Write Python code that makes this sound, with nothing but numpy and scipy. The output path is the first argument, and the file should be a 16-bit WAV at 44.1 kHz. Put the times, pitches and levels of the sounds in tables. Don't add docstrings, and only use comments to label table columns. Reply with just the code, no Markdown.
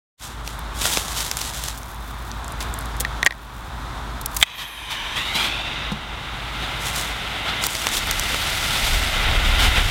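import sys
import numpy as np
from scipy import signal
from scipy.fft import rfft, irfft, next_fast_len
from scipy.io import wavfile
from scipy.ndimage import uniform_filter1d

SR = 44100
rng = np.random.default_rng(int(sys.argv[2]) if len(sys.argv) > 2 else 0)


def store_wav(level_fs):
    pcm = np.round(np.clip(np.atleast_2d(level_fs), -1, 1) * 32767)
    wavfile.write(sys.argv[1], SR, pcm.T.astype(np.int16))


N = 436590


# time_s, level_db
ROAR_LEVEL = [(4.47, -18.5), (4.75, -24), (5.0, -21.5), (5.45, -23.5), (5.6, -28), (5.88, -29), (5.98, -35),
              (6.6, -30.5), (7.2, -28.5), (7.6, -25), (7.72, -29.5), (8.3, -25), (8.65, -26), (9.2, -23),
              (9.7, -18.5), (9.9, -22)]
SIZZLE_LEVEL = [(4.47, -32), (4.75, -37.5), (5.3, -35.5), (5.95, -60), (6.6, -43.5), (7.55, -41),
                (8.2, -29.5), (8.95, -26.5), (9.27, -35), (9.5, -30), (9.9, -28.5)]
# time_s, pitch_ratio
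SWING_GLIDE = [(4.45, 1.02), (4.7, 1.0), (5.1, 0.94), (5.24, 1.14), (5.48, 1.39), (5.85, 1.55)]
# time_s, power_share
UPRIGHT_SHARE = [(5.45, 0.17), (6.1, 0.95)]

def vent():
    ignition_s, catch_s = 4.42, .06
    burning = np.clip((np.arange(N) / SR - ignition_s) / catch_s, 0, 1)
    flare_roar_power, flare_sizzle_power, spurts = flares()
    roar_gain = burning * np.sqrt(from_db(in_time(ROAR_LEVEL)[0]) ** 2 + flare_roar_power)
    sizzle_gain = burning * np.sqrt(from_db(in_time(SIZZLE_LEVEL)[0]) ** 2 + flare_sizzle_power)
    glide, = in_time(SWING_GLIDE)
    upright, = in_time(UPRIGHT_SHARE)
    jet = np.sqrt(1 - upright) * young_jet(glide) + np.sqrt(upright) * upright_jet()
    sputter = drift(25)
    roar = roar_gain * from_db(sputter) * jet
    sizzle = sizzle_gain * from_db(0.46 * sputter) * particles()
    return roar + spurts + box_reflection(sizzle, glide, upright)


# pitch_hz, level_db
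JET_RESONANCES = [(1080, -1), (1780, 5), (2450, 3), (3180, 3.5), (3780, -3), (6250, 2)]
# time_s, level_db
HISS_FILL = [(4.5, -2), (4.9, -1), (5.3, 2), (5.7, 5)]
# frequency_hz, level_db
LOW_JET_SPECTRUM = [(100, -13), (300, -2), (500, -7.5), (900, 3), (1600, -5.5), (2600, -1.5), (3300, 0),
                    (3850, 2), (4400, -13), (6000, -14.5), (15000, -40)]

def young_jet(glide):
    bands = sum(from_db(db) * whistle(hz * glide, width_hz=280) for hz, db in JET_RESONANCES)
    hiss = from_db(in_time(HISS_FILL)[0]) * rng.standard_normal(N)
    jet = colour(rms_one(bands) + hiss, LOW_JET_SPECTRUM)
    return jet / np.sqrt(uniform_filter1d(jet ** 2, size=SR // 5))


# pitch_hz, width_hz, level_db
AIR_RESONANCES = [(742, 306, 1), (1385, 170, 6), (2045, 160, 2.5), (3050, 700, -11), (3600, 330, -2)]
# frequency_hz, level_db
UPRIGHT_JET_SPECTRUM = [(100, 7.5), (200, 1.5), (450, -5.5), (750, -4), (1100, -5.5), (1450, -5), (2500, 0),
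                        (3100, 1), (3650, -1.5), (4400, -10), (6000, -19), (15000, -38)]

def upright_jet():
    hollow = sum(from_db(db) * resonate(rng.standard_normal(N), hz, width_hz)
                 for hz, width_hz, db in AIR_RESONANCES)
    hiss = colour(rng.standard_normal(N), UPRIGHT_JET_SPECTRUM)
    return rms_one(hiss + from_db(1.0) * colour(hollow, UPRIGHT_JET_SPECTRUM))


# frequency_hz, level_db
SIZZLE_SPECTRUM = [(2000, 5.5), (4500, 6), (6500, 1), (9000, -0.5), (11000, -3.5), (14000, -5.5),
                   (16000, -13)]

def particles():
    return colour(grains(per_s=1800, spread_db=2.5) + rng.standard_normal(N), SIZZLE_SPECTRUM)


def box_reflection(sizzle, glide, upright):
    lag_s = .00147 / glide
    echo = np.interp(np.arange(N) - lag_s * SR, np.arange(N), sizzle)
    return sizzle - .4 * (1 - upright) * echo


# full_s, hold_s, roar_db, spurt_hz, sizzle_db
CHARGE_FLARES = [(4.585, 0.034, -18, 3330, -23.5), (4.909, 0.017, -17.5, 3260, -23.5),
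                 (5.168, 0.0094, -21, 3400, -28.5), (5.355, 0.0092, -19.5, 3320, -24.5),
                 (5.4, 0.055, -26, 3450, -30.5), (6.627, .015, -30, 3430, -45),
                 (7.486, .01, -27.5, 4000, -46), (8.712, 0.049, -26, 3500, -31),
                 (8.845, 0.036, -29, 3530, -26.5), (9.595, 0.069, -25, 3050, -25),
                 (9.767, .03, -21, 2520, -31)]

def flares():
    roar_power, sizzle_power, spurts = 0, 0, 0
    noise = rng.standard_normal(N)
    for s, hold_s, roar_db, hz, sizzle_db in CHARGE_FLARES:
        shape = swell(s, hold_s, attack_s=0.025, t60_s=0.2)
        roar_power += (from_db(roar_db) * shape) ** 2
        sizzle_power += (from_db(sizzle_db) * shape) ** 2
        spurts += from_db(roar_db - 5) * shape * rms_one(resonate(noise, hz, 0.12 * hz))
    return roar_power, sizzle_power, rolloff(spurts, 7000, "low")


# time_s, pitch_hz, level_db
FUSE_HISS = [(4.45, 13500, -70), (4.56, 12600, -32), (4.7, 11400, -34), (4.85, 10000, -39.5),
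             (5.05, 9300, -57), (5.3, 9100, -72)]

def fuse():
    hz, db = in_time(FUSE_HISS, left=-140, right=-140)
    return from_db(db) * whistle(hz, width_hz=2900)


# start_s, level_db
IGNITER_CRACKS = [(4.4137, -13), (4.4222, -18), (4.4268, 7), (4.4281, 9), (4.4315, 12), (4.4375, -2)]
# pitch_hz, level_db, t60_s
IGNITER_MODES = [(716, -18, 0.02), (1260, -15, 0.017), (1600, -13, 0.017), (1980, -9, 0.028),
                 (2210, -6, 0.013), (2525, -8.5, 0.024), (3130, -1.5, 0.0078), (3530, -2.5, 0.015),
                 (6600, -17, .014), (7698, -14, 0.01)]

def igniter():
    return struck(IGNITER_CRACKS, IGNITER_MODES, crack_db=-6.5, crack_hz=2560, crack_t60_s=0.017)


# start_s, level_db
SNAPS = [(3.0493, -7.5), (3.2291, -1.5), (3.2578, -16), (3.2627, 6), (3.2680, 6.5), (3.2717, 3),
         (3.308, -5), (3.3228, -10)]
# pitch_hz, level_db, t60_s
PLASTIC_MODES = [(403, -21.5, 0.014), (674, -16, 0.013), (1180, -16, 0.012), (1600, -14, 0.017),
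                 (1873, -3, 0.02), (2050, -7.5, 0.019), (2330, -13, 0.017), (2780, -19.5, .013),
                 (3370, -15, 0.01), (3940, -24, 0.013), (5900, -29, .01)]

def cap():
    return struck(SNAPS, PLASTIC_MODES, crack_db=-5, crack_hz=3560, crack_t60_s=0.0055)


# start_s, level_db
BOX_KNOCKS = [(5.351, -22.5), (5.918, -16.5), (5.924, -25)]
# pitch_hz, level_db, t60_s
METAL_MODES = [(145, -8.5, 0.2), (208, -2, 0.11), (500, -11, 0.046), (925, -8, .03)]

def box():
    return struck(BOX_KNOCKS, METAL_MODES, crack_db=-8.0, crack_hz=3000, crack_t60_s=0.039)


# start_s, peak_db, centre_hz, t60_s
CAP_AND_RING_SCRAPES = [(2.606, -19, 1700, 0.15), (3, -15, 9000, .02), (3.004, -23, 252, 0.1),
                        (3.005, -7.5, 6870, 0.039), (4.213, -19, 12000, .025), (4.2596, -6.5, 8000, 0.013),
                        (4.3654, -9.5, 8000, 0.022), (4.3683, -9, 5000, 0.024), (4.385, -27, 7000, 0.11),
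                        (4.401, -21, 9000, 0.04), (4.410, -16, 7000, 0.09)]

def scrapes():
    out = np.zeros(N)
    for s, db, hz, t60_s in CAP_AND_RING_SCRAPES:
        add(out, s, from_db(db) * burst(hz, t60_s, width_ratio=2.2))
    return out


# full_s, level_db, hold_s
GRIP_RUBS = [(1.75, -48.5, 0.53), (2.595, -53, 0.2), (3.35, -49, 0.29), (4.35, -37, .08)]
# start_s, level_db, centre_hz
FINGER_TICKS = [(1.776, -21, 7000), (1.832, -23, 7000), (1.9455, -27, 11000), (2.3156, -14, 4950),
                (2.4447, -20, 6850), (2.4804, -18, 7360), (2.522, -18, 8900), (2.605, -22, 7000),
                (2.627, -13, 6900), (2.7404, -12.5, 7700), (2.789, -14.5, 9000), (2.810, -22, 8000),
                (2.858, -19, 7400), (2.967, -24, 9000), (3.248, -14, 10000)]

def fingers():
    grip = sum(from_db(db) * swell(s, hold_s, attack_s=0.076, t60_s=0.96) for s, db, hold_s in GRIP_RUBS)
    out = grip * grains(per_s=1200, spread_db=4) * from_db(4 * drift(15))
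    for s, db, hz in FINGER_TICKS:
        add(out, s, from_db(db) * burst(hz, t60_s=0.0043, width_ratio=0.41))
    return rolloff(out, 3500, "high")


# full_s, relative_db, hold_s, settling_t60_s
STEPS = [(0.225, -41.5, 0.027, 0.49), (0.468, -45, 0.035, 0.5), (0.77, -39.5, .01, .3),
         (.82, -28.5, .02, .3), (0.852, -25.5, 0.017, 0.3), (0.92, -28.5, 0.032, 0.53),
         (1.086, -36, .055, .4), (1.177, -30.5, 0.032, 0.33), (1.253, -35.5, 0.022, 0.52),
         (1.383, -36.5, 0.11, .3), (1.553, -35, 0.014, .4), (1.644, -36.5, 0.044, 0.31),
         (6.82, -42, .02, .3), (6.866, -32, 0.009, 0.3), (6.959, -32.5, 0.034, 0.49),
         (7.643, -31, 0.013, 0.12), (7.706, -36.5, .14, 0.38), (7.938, -27, 0.041, 0.075)]
# frequency_hz, level_db
LEAF_SPECTRUM = [(90, -18), (150, -10.5), (360, -12), (900, -6.5), (1700, -8), (2500, -8.5), (3600, -2),
                 (4400, -7.5), (7500, -6.5), (10000, -10.5), (14000, -15), (16000, -20.5)]

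def footsteps():
    power = sum((from_db(db) * swell(s, hold_s, attack_s=0.052, t60_s=t60_s)) ** 2
                for s, db, hold_s, t60_s in STEPS)
    fractures = grains(per_s=3500, spread_db=5.5) + .9 * rng.standard_normal(N)
    clumps = from_db(5.5 + 1.1 * drift(76))
    return np.sqrt(power) * clumps * colour(fractures, LEAF_SPECTRUM)


# start_s, peak_db, centre_hz
TWIG_CRACKS = [(0.4764, -13.5, 3370), (0.592, -22.5, 9000), (.8545, -5.5, 1200), (0.9719, -3.5, 2460),
               (.9735, -8, 456), (1.2053, -10, 3430), (1.314, -6, 3760), (1.3698, -10, 6000),
               (1.415, -8.5, 4000), (1.638, -11, 7000), (1.6846, -9.5, 6000), (7.639, -6, 3940),
               (7.665, -12, 4960), (7.667, -5, 14000), (7.752, -8.5, 3500), (7.8688, -3.5, 1800),
               (7.889, -10.5, 4540), (8.071, -18.5, 13000), (8.111, -6.5, 6000), (8.196, -6.5, 5900),
               (8.345, -8.5, 1200)]

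def twigs():
    out = np.zeros(N)
    for s, db, hz in TWIG_CRACKS:
        add(out, s, from_db(db) * burst(hz, t60_s=.008, width_ratio=1.1))
        add(out, s, from_db(db - 10.5) * burst(hz=720, t60_s=0.0098, width_ratio=1.6))
    return out


# time_s, level_db
BUFFET_LEVEL = [(4.7, -69.5), (5.0, -32), (5.5, -47), (6.5, -52), (7.2, -54), (7.7, -50), (8.1, -32),
                (8.6, -34.5), (8.95, -20.5), (9.2, -25.5), (9.5, -18.5), (9.9, -16.5)]
# frequency_hz, level_db
BUFFET_SPECTRUM = [(11, -42), (18, -12), (32, 1), (50, -4), (84, -11), (157, -25.5), (300, -30), (390, -52),
                   (660, -120)]

def buffeting():
    rumble = rolloff(colour(rng.standard_normal(N), BUFFET_SPECTRUM), 170, "low")
    return faded(BUFFET_LEVEL) * from_db(1.5 * drift(32)) * rms_one(rumble)


# time_s, level_db
TRAFFIC_LEVEL = [(.17, -100), (.21, -42.5), (.3, -35.5), (.6, -32.5), (1.9, -35.5), (2.8, -30.5),
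                 (4.4, -32.5), (5.5, -36.5), (6.8, -33), (7.5, -38), (9.9, -47)]
# frequency_hz, level_db
TRAFFIC_SPECTRUM = [(25, -23), (38, -8), (59, -1.5), (82, -9.5), (130, -11.5), (160, -15.5), (250, -16.5),
                    (500, -24.5), (900, -14.5), (1350, -16.5), (2000, -25.5), (2900, -30.5), (3600, -25),
                    (4600, -35), (9000, -41.5), (16000, -50)]
# pitch_hz, level_db
ENGINE_TONES = [(53.8, -2.5), (123.8, -14)]

def traffic():
    out = colour(rng.standard_normal(N), TRAFFIC_SPECTRUM) * from_db(.5 * drift(6.9))
    for hz, db in ENGINE_TONES:
        phase = 2 * np.pi * np.cumsum(hz * (1 + 0.0152 * drift(2.55))) / SR
        out += np.sqrt(2) * from_db(db + 0.16 * drift(0.27)) * np.sin(phase)
    return faded(TRAFFIC_LEVEL) * out


def struck(hits, modes, crack_db, crack_hz, crack_t60_s):
    out, t = np.zeros(N), np.arange(SR // 8) / SR
    for s, db in hits:
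        ring = 0
        for k, (hz, mode_db, t60_s) in enumerate(modes):
            decay = from_db(mode_db + rng.normal() - 60 * t / t60_s)
            ring += (-1) ** k * decay * np.sin(2 * np.pi * hz * t)
        crack = from_db(crack_db) * burst(crack_hz, crack_t60_s, width_ratio=1.0)
        add(out, s, from_db(db) * (ring + crack))
    return out


def burst(hz, t60_s, width_ratio):
    t = np.arange(SR // 8) / SR
    noise = rng.standard_normal(len(t)) * from_db(-60 * t / t60_s)
    band = resonate(noise, hz, width_ratio * hz)
    return band / np.abs(band).max()


def whistle(hz, width_hz):
    phase = 2 * np.pi * np.cumsum(hz) / SR
    noise = rolloff(rng.standard_normal((2, N)), width_hz / 2, "low")
    return rms_one(noise[0] * np.cos(phase) + noise[1] * np.sin(phase))


def grains(per_s, spread_db):
    sizes = from_db(spread_db * np.minimum(rng.exponential(1, N), 4))
    return rms_one(sizes * rng.choice([-1, 1], N) * (rng.random(N) < per_s / SR))


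def drift(rate_hz):
    step, warm_up = 40, 2000
    r = np.exp(-2 * step * np.pi * rate_hz / SR)
    noise = rng.standard_normal(N // step + warm_up + 2)
    slow = signal.lfilter([1], [1, -2 * r, r * r], noise)[warm_up:]
    return np.interp(np.arange(N) / step, np.arange(len(slow)), rms_one(slow))


def colour(x, spectrum):
    hz, db = np.transpose(spectrum)
    size = next_fast_len(N)
    f = np.maximum(np.arange(size // 2 + 1) * SR / size, 1)
    gain = from_db(np.interp(np.log(f), np.log(hz), db)) * np.minimum(f / hz[0], 1) ** 2
    return rms_one(irfft(rfft(x, size) * gain, size)[:N])


def resonate(x, hz, width_hz):
    r = np.exp(-np.pi * width_hz / SR)
    feedback = [1, -2 * r * np.cos(2 * np.pi * hz / SR), r * r]
    return signal.lfilter(np.array([1, 0, -1]) * (1 - r * r) / 2, feedback, x)


def rolloff(x, hz, passband):
    return signal.sosfilt(signal.butter(2, hz, passband, fs=SR, output="sos"), x)


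def swell(full_s, hold_s, attack_s, t60_s):
    t = np.arange(N) / SR - full_s
    return np.clip(1 + t / attack_s, 0, 1) ** 2 * from_db(-60 * np.clip((t - hold_s) / t60_s, 0, 3))


def faded(rows):
    return from_db(in_time(rows, left=-140)[0])


def in_time(rows, **ends):
    s, *columns = np.transpose(rows)
    return [np.interp(np.arange(N) / SR, s, c, **ends) for c in columns]


def add(track, start_s, sound):
    start = int(start_s * SR)
    track[start:start + len(sound)] += sound[:N - start]


def from_db(db):
    return 10 ** (np.asarray(db) / 20)


def rms_one(x):
    return x / np.sqrt(np.mean(x ** 2) + 1e-20)


def scene():
    wood = traffic() + footsteps() + twigs()
    handling = fingers() + scrapes() + cap() + igniter() + box()
    mono = wood + handling + vent() + fuse() + buffeting()
    return np.array([mono, mono])


def gain_control(x, threshold_db, release_db_per_s, attack_s):
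    r = np.exp(-1 / (attack_s * SR))
    power = signal.lfilter([1 - r], [1, -r], x[0] ** 2)
    excess_db = np.maximum(10 * np.log10(power + 1e-12) - threshold_db, 0)
    ramp = release_db_per_s * np.arange(N) / SR
    held_db = np.maximum.accumulate(excess_db + ramp) - ramp
    return x * from_db(-signal.lfilter([1 - r], [1, -r], held_db))


def record(dry):
    ducked = gain_control(dry, threshold_db=-12.0, release_db_per_s=17.5, attack_s=0.0018)
    lowpass = signal.ellip(10, .1, 80, 15900, fs=SR, output="sos")
    return signal.sosfilt(lowpass, np.clip(ducked, -1, 1))


dry = scene()
out = record(dry)
store_wav(out)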